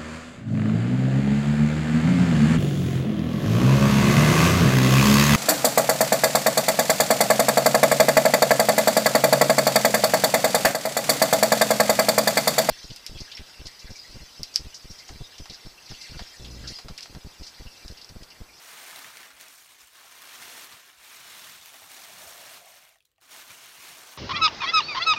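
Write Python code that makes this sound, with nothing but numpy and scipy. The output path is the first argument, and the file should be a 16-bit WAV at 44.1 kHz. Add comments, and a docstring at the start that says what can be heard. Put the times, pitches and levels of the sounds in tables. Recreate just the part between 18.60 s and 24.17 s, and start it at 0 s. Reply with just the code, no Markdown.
"""Unfolding tissue paper

Two hands unfold crumpled tissue paper in a cardboard box on a desk, in a quiet room. Creases buckle in
dense avalanches over the friction hiss of sheet on sheet, with a few louder snaps. The sheet flutters,
fingers tap the front flap and hands bump the box. Smoothing the paper over the flap excites a hollow
resonance; the paper settles with single ticks, then is pushed back."""
import sys
import numpy as np
from scipy import signal
from scipy.fft import rfft, irfft, next_fast_len
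from scipy.io import wavfile
from scipy.ndimage import uniform_filter1d

SR = 44100
rng = np.random.default_rng(int(sys.argv[2]) if len(sys.argv) > 2 else 0)


def materialize(psi):
    """Save the field psi as 16-bit PCM at rate SR to the path in sys.argv[1].

    A 1-D psi becomes a single channel; in a 2-D psi each row is a channel.
    """
    bounded = np.clip(np.atleast_2d(psi).T, -1, 1)
    quanta = np.round(bounded * 32767).astype(np.int16)
    wavfile.write(sys.argv[1], SR, quanta)


N = 245825
TIME = np.arange(N) / SR
HZ = np.fft.rfftfreq(8192, 1 / SR)
RUB_START_S, RUB_RISE_S, RUB_HOLD_S, RUB_RELEASE_S = 2.94, 0.7, 0.22, 0.56  # paper drawn over the flap


def amp(db):
    """Amplitude ratio of a level in decibels."""
    return 10 ** (np.asarray(db) / 20)


def unit(x):
    """Normalisation to rms 1."""
    return x / np.sqrt(np.mean(x ** 2) + 1e-20)


def colour(points):
    """Magnitude response through (f/Hz, level/dB) points, interpolated in log frequency."""
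    hz, db = np.transpose(points)
    return amp(np.interp(np.log(HZ + 1), np.log(hz), db))


def shaped(x, gain):
    """Minimum-phase filtering: the response is causal, so attacks stay sharp."""
    cepstrum = irfft(np.log(np.maximum(gain, 1e-5)))
    half = len(cepstrum) // 2
    cepstrum[1:half] *= 2
    cepstrum[half:] = 0
    response = irfft(np.exp(rfft(cepstrum)))
    return signal.oaconvolve(x, response)[:N]


def wander(hz, size=2048):
    """Random modulation: noise of rms 1 that rolls off above about hz."""
    f = np.fft.rfftfreq(size, TIME[-1] / size)
    drift = irfft(rfft(rng.standard_normal(size)) * f / (f + 6) / (1 + (f / hz) ** 2))
    return unit(np.interp(TIME, np.linspace(0, TIME[-1], size), drift))


def swell(start_s, rise_s, hold_s, release_s):
    """Trapezoidal envelope, 0-1: a movement gathers speed, holds it and slows to a stop."""
    since = TIME - start_s
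    return np.clip(np.minimum(since / rise_s, 1 - (since - rise_s - hold_s) / release_s), 0, 1)


def room_air():
    """Ambient noise: the still room has a steady spectrum, strongest in the bass."""
    # spectrum of still air: f/Hz, relative level/dB
    spectrum = [(18, -21), (35, 5), (116, 2.5), (240, -13), (472, -4), (2300, -43), (5000, -60),
                (15000, -25)]
    return amp(-83.5) * unit(shaped(rng.standard_normal(N), colour(spectrum)))


def handling():
    """Incoherent addition: hand strokes sum in power and set the timbre by their share of it."""
    # strokes: start t/s, rise/s, hold/s, release/s, crease level/dB,
    # relative fold level/dB, relative crinkle level/dB, facet f/Hz, tautness (0-1)
    strokes = [(-0.25, 0.43, .22, .12, -47.5, -12.5, -1.5, 1790, 0.24),
               (0.372, 0.085, 0.06, 0.1, -50, -13, -3, 1680, 0.17),
               (0.518, 0.047, 0.069, 0.19, -49.5, -12.5, -3.5, 1850, 0.34),
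               (0.718, 0.1, .02, 0.14, -52, -10.5, -2, 1920, 0.17),
               (0.854, 0.065, .08, 0.21, -56.5, -14, 3, 2100, 0.1),
               (1.071, 0.036, .02, 0.13, -57.5, -10.5, -0.5, 2150, 0),
               (1.173, 0.028, 0.018, 0.19, -57, -12.5, 2, 2010, .05),
               (1.313, 0.037, 0.24, 0.18, -54, -14, -2, 1180, 0.25),
               (1.491, .24, 0.025, .09, -48, -13, -2.5, 1900, 0.03),
               (1.755, 0.067, 0.22, 0.057, -47.5, -11.5, -.8, 1930, .14),
               (2.01, 0.12, 0.0057, 0.099, -49.5, -10, -2, 1770, 0),
               (2.152, 0.053, 0.072, 0.16, -56, -13, -2, 3900, 0),
               (2.321, 0.17, 0.12, 0.062, -51, -14, -0.5, 1890, 0.1),
               (2.584, 0.087, 0.23, 0.28, -48.5, -16, -1.5, 3950, 0.19),
               (2.993, 0.088, .17, 0.15, -54, -11, 1.5, 3396, .08),
               (3.28, 0.036, 0.2, 0.17, -51, -11.5, 1, 3300, 0),
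               (3.532, 0.076, 0.1, 0.037, -51, -11.5, 3, 1290, .03),
               (3.67, 0.089, 0.21, 0.086, -50, -12.5, 0, 1280, 0.08),
               (3.993, 0.064, 0.12, 0.11, -56, -15.5, 0, 2400, .05),
               (4.143, 0.068, 0.069, 0.12, -61, -17.5, -.5, 2400, .1),
               (4.599, 0.04, 0.015, .07, -59, -9, -2, 1700, .03),
               (4.66, 0.082, 0.058, 0.11, -50, -11, 0.5, 1540, 0),
               (4.829, 0.081, 0.0063, 0.14, -51, -9, 1.5, 2300, 0),
               (4.944, 0.085, 0.057, 0.16, -51.5, -12.5, -0.5, 2500, 0.03),
               (5.093, 0.15, 0.063, 0.11, -49, -11.5, 0, 2520, .28),
               (5.328, 0.044, 0.16, 0.2, -52.5, -7.5, 0, 2230, 0)]
    power = np.array([(amp(db) * swell(start, rise, hold, release)) ** 2
                      for start, rise, hold, release, db, *_ in strokes])
    power += amp(-87) ** 2 / len(strokes)  # left alone, the creases still creep faintly
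    total = power.sum(0)
    timbre = np.array(strokes)[:, 5:].T @ power / total
    return 10 * np.log10(total), *timbre


def buckle_sizes(per_s, spread_db):
    """Poisson process: most buckles are small, a few large; mean power is independent of the rate."""
    sizes = amp(spread_db * np.minimum(rng.exponential(1, N), 3.3)) * np.sign(rng.random(N) - .5)
    occurs = rng.random(N) < per_s / SR
    return sizes * occurs / np.sqrt(per_s)


def cracks(per_s, spread_db, decay_s):
    """Impulsive excitation: each buckle releases a burst of fibre noise that decays exponentially."""
    power = signal.lfilter([1], [1, -np.exp(-2 / (decay_s * SR))], buckle_sizes(per_s, spread_db) ** 2)
    return unit(np.sqrt(power) * rng.standard_normal(N))


def crackle(per_s, spread_db, cycles, size=640):
    """Damped free vibration: stiff facets ring for a few cycles, each at its natural frequency."""
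    sizes = buckle_sizes(per_s, spread_db)
    onsets = np.flatnonzero(sizes)[:, None]
    hz = 900 * (14000 / 900) ** rng.random(N)[onsets]
    t = TIME[:size]
    strength = sizes[onsets] * hz  # higher rings are stronger, so the crackle is evenly bright
    rings = strength * np.sin(2 * np.pi * hz * t) * np.exp(-t * hz / cycles)
    samples = onsets + np.arange(size)
    return unit(np.bincount(samples.ravel(), rings.ravel(), N)[:N])


def box_echoes(x, spots=8, walls_t60_s=0.15, room_t60_s=0.18):
    """Reflection: each spot on the sheet has its own quick wall echoes and faint room tail."""
    t = TIME[:SR // 4]
    spot = rng.integers(0, spots, N // 128 + 1).repeat(128)[:N]
    out = x.copy()
    for k in range(spots):
        walls = rng.standard_normal(len(t)) * amp(-60 * t / walls_t60_s) * (t > .001)
        tail = rng.standard_normal(len(t)) * amp(-60 * t / room_t60_s) * (t > .005)
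        response = amp(-5.5) * walls / np.linalg.norm(walls) + amp(-17.5) * tail / np.linalg.norm(tail)
        share = uniform_filter1d(1. * (spot == k), size=32)
        out += signal.oaconvolve(x * share, response)[:N]
    return out


def resonate(x, hz, width_hz):
    """Resonance: a single mode of unit gain whose centre frequency may glide."""
    turn = np.exp(2j * np.pi * np.cumsum(hz * np.ones(len(x))) / SR)
    pole = np.exp(-np.pi * width_hz / SR)
    return 2 * (turn * signal.lfilter([1 - pole], [1, -pole], x / turn)).real


def rustle(level_db, folds_db, fine_db, facet_hz, tautness):
    """Buckling avalanches over friction hiss: faster handling flips more creases, in clumps."""
    # tone colour of the rustle as heard on the desk: f/Hz, relative level/dB
    tone = [(60, -34), (150, -25.5), (250, -8.5), (330, -7.5), (420, -6.5), (560, -7), (670, -2), (900, -4),
            (1150, -3.5), (1700, -4), (2700, -4), (3900, -4.5), (5800, -5), (9000, -6.5), (13000, -9.5),
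            (15500, -11)]
    # notches of the microphone port: f/Hz, width/Hz, level/dB
    notches = [(4900, 170, -6), (7630, 770, -3), (10390, 620, -6)]
    activity = np.clip(amp(.8 * (level_db + 50)), 0.11, 2)  # buckling rate relative to a usual stroke
    soft = cracks(2100 * activity, spread_db=3.0, decay_s=0.0015)
    stiff = crackle(1900 * activity, spread_db=0.5, cycles=5.7)
    taut = crackle(380 * activity, spread_db=1.0, cycles=9.7)
    buckles = (soft + amp(-3.5) * stiff + amp(-8.0) * taut) * amp(0.99 * wander(hz=50.3))
    hiss = amp(-2.5) * rng.standard_normal(N)
    port_db = sum(db / (1 + (2 * (HZ - centre) / width) ** 2) for centre, width, db in notches)
    sheet = shaped(box_echoes(buckles + hiss), colour(tone) * amp(port_db))
    # broad folds sound low, creases in the middle, fine crinkles high
    size = next_fast_len(N, True)
    f, spectrum = np.fft.rfftfreq(size, 1 / SR), rfft(sheet, size)
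    low = 1 / (1 + (f / 900) ** 4)
    high = 1 - 1 / (1 + (f / 4600) ** 4)
    folds, creases, crinkles = (unit(irfft(spectrum * band)[:N]) for band in (low, 1 - low - high, high))
    tautness = np.clip(tautness, 0, 1)  # taut paper favours one pitch
    creases = (1 - tautness) * creases + tautness * unit(resonate(creases, facet_hz, width_hz=920))
    brisk_db = 0.13 * (level_db + 50.5)  # broad folds need brisk movement
    return amp(level_db) * (creases + amp(folds_db + brisk_db) * folds + amp(fine_db) * crinkles)


def billow(folds_db):
    """Air displacement: the sheet flutters with its folds, puffs as it flops and rumbles on the flap."""
    # spectrum of the flutter: f/Hz, relative level/dB
    spectrum = [(20, -42), (32, 0), (42, 5.5), (58, 6.5), (125, 13), (190, 12.5), (300, -4), (700, -53)]
    # the whole sheet flops and pushes air: centre t/s, duration/s, level/dB
    puffs = [(0.457, 0.066, -66.5), (0.777, 0.11, -80), (1.833, .12, -67), (2.142, 0.043, -66),
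             (2.606, .1, -73), (2.863, 0.41, -69), (3.59, .17, -68), (4.908, 0.048, -65), (5.06, .08, -71),
             (5.178, 0.052, -68), (5.31, .08, -73)]
    usual_flutter_db, usual_folds_db, rumble_db = -76, -61.5, -73.5
    power = amp(usual_flutter_db + .9 * (folds_db - usual_folds_db)) ** 2
    drag_speed = swell(RUB_START_S, RUB_RISE_S, RUB_HOLD_S, RUB_RELEASE_S)
    power += (amp(rumble_db) * drag_speed) ** 2  # the drag shakes the box
    for s, length_s, db in puffs:
        power += (amp(db) * np.exp(-(2 * (TIME - s) / length_s) ** 2)) ** 2
    flutter = unit(shaped(rng.standard_normal(N), colour(spectrum)))
    return np.sqrt(power) * flutter * amp(1.7 * wander(hz=7.1))


def add(mix, s, sound):
    """Superposition: a sound joins the mix at s seconds."""
    part = mix[max(round(s * SR), 0):][:len(sound)]
    part += sound[:len(part)]


def finger_taps(rise_s=0.0019):
    """Modal vibration: a soft fingertip excites the damped modes of the cardboard flap."""
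    # finger contacts: t/s, peak level/dB
    taps = [(0.23, -45.5), (1.445, -48.5), (3.141, -43), (3.22, -47), (3.61, -47), (4.065, -43.5),
            (4.358, -57.5), (4.582, -60.5), (4.74, -43.5)]
    # modes of the flap: f/Hz, relative level/dB, T60/s
    modes = [(675, 4.5, 0.057), (770, 5.5, 0.054), (1144, 2.5, 0.035), (1860, -1, 0.065)]
    t = TIME[:SR // 8]
    ring = sum(amp(db - 60 * t / t60) * np.sin(2 * np.pi * hz * t) for hz, db, t60 in modes)
    knock = (1 - np.exp(-t / rise_s)) * ring
    out = np.zeros(N)
    for s, db in taps:
        add(out, s, amp(db) * knock / abs(knock).max())
    return out


def snaps(decay_s=0.0015, cycles=5.2, size=1000):
    """Snap-through buckling: single stiff creases flip with a crunch, a bright edge and a short ring."""
    # creases giving way: t/s, level/dB before filtering, ring f/Hz, relative edge level/dB
    creases = [(0.36, -21, 3810, 0.5), (0.39, -24, 1930, 5), (0.445, -23, 1840, -7),
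               (0.571, -23.5, 2256, -4), (0.632, -25.5, 1820, -9), (0.8107, -22.5, 1900, 6),
               (0.883, -26, 5430, -3), (0.94, -31, 7000, -3), (1.62, -25, 1590, 9), (1.824, -27, 1700, -6),
               (1.945, -28, 2020, 1), (2.044, -25, 4270, 10), (3.059, -23, 2150, 11),
               (3.142, -26, 3670, 14), (3.317, -24.5, 2730, 13), (4.291, -37, 2720, 4),
               (4.357, -42, 1850, -10), (4.371, -52, 5630, -5), (4.3855, -46, 3580, 1),
               (4.405, -43.5, 2640, -8), (4.425, -50, 5500, 0), (4.451, -49, 3450, -8),
               (4.454, -40.5, 3900, 5), (4.516, -50.5, 3080, 8), (4.5606, -57, 3860, -8),
               (4.581, -48, 2700, -20), (4.613, -38.5, 4100, 3), (4.905, -29, 2350, -2),
               (5.5216, -31.5, 3420, -16)]
    t = TIME[:size]
    out = np.zeros(N)
    for s, db, hz, edge_db in creases:
        ring = np.sin(2 * np.pi * hz * t) * np.exp(-t * hz / cycles)
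        crunch = unit(resonate(rng.standard_normal(size), hz, width_hz=0.43 * hz))
        edge = amp(edge_db) * rng.standard_normal(size)
        snap = 0.32 * ring + 0.25 * (crunch + edge) * np.exp(-t / decay_s)
        add(out, s, amp(db) * snap / np.hypot(1, amp(edge_db)))
    high_pass = HZ ** 2 / (HZ ** 2 + 1300 ** 2)
    return box_echoes(shaped(out, high_pass))


def hand_bumps(rise_s=0.0092):
    """Soft impact: a hand sets the box into a low, heavily damped oscillation."""
    # bumps on the box: t/s, envelope peak level/dB, f/Hz
    bumps = [(0.725, -68, 61.6), (0.809, -75, 88), (1.22, -65, 57.7), (2.37, -68, 52), (3.221, -67, 95),
             (3.659, -61.5, 75), (4.897, -67, 113)]
    t = TIME[:SR // 4]
    envelope = t / rise_s * np.exp(1 - t / rise_s)
    out = np.zeros(N)
    for s, db, hz in bumps:
        add(out, s, amp(db) * envelope * np.sin(2 * np.pi * hz * t))
    return out


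def flap_rub(level_db=-57.5, first_hz=829, last_hz=650, glide_s=0.85):
    """Forced vibration: friction drives the flap's hollow resonance, which sinks as paper covers it."""
    speed = swell(RUB_START_S, RUB_RISE_S, RUB_HOLD_S, RUB_RELEASE_S)
    hz = np.interp(TIME, [RUB_START_S, RUB_START_S + glide_s], [first_hz, last_hz])
    friction = rng.standard_normal(N) * amp(2.0 * wander(hz=29.47))
    hum = resonate(resonate(friction, hz, width_hz=260), hz, width_hz=240)
    return amp(level_db) * speed * unit(hum)


def scene():
    """Linear superposition: the still room, paper and cardboard add at one microphone."""
    air = room_air()
    level_db, folds_db, fine_db, facet_hz, tautness = handling()
    paper = rustle(level_db, folds_db, fine_db, facet_hz, tautness) + snaps()
    cardboard = finger_taps() + hand_bumps() + flap_rub()
    return (air + paper + billow(level_db + folds_db) + cardboard)[None]


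def record(dry, low_hz=38, high_hz=15900):
    """Band limiting: a high-pass removes the deepest bass and a steep low-pass the highest treble."""
    bass_cut = signal.butter(4, low_hz, "highpass", fs=SR, output="sos")
    treble_cut = signal.firwin(511, high_hz, window=("kaiser", 8), fs=SR)
    return signal.oaconvolve(signal.sosfilt(bass_cut, dry), treble_cut[None], "same")


dry = scene()
out = record(dry)
materialize(out)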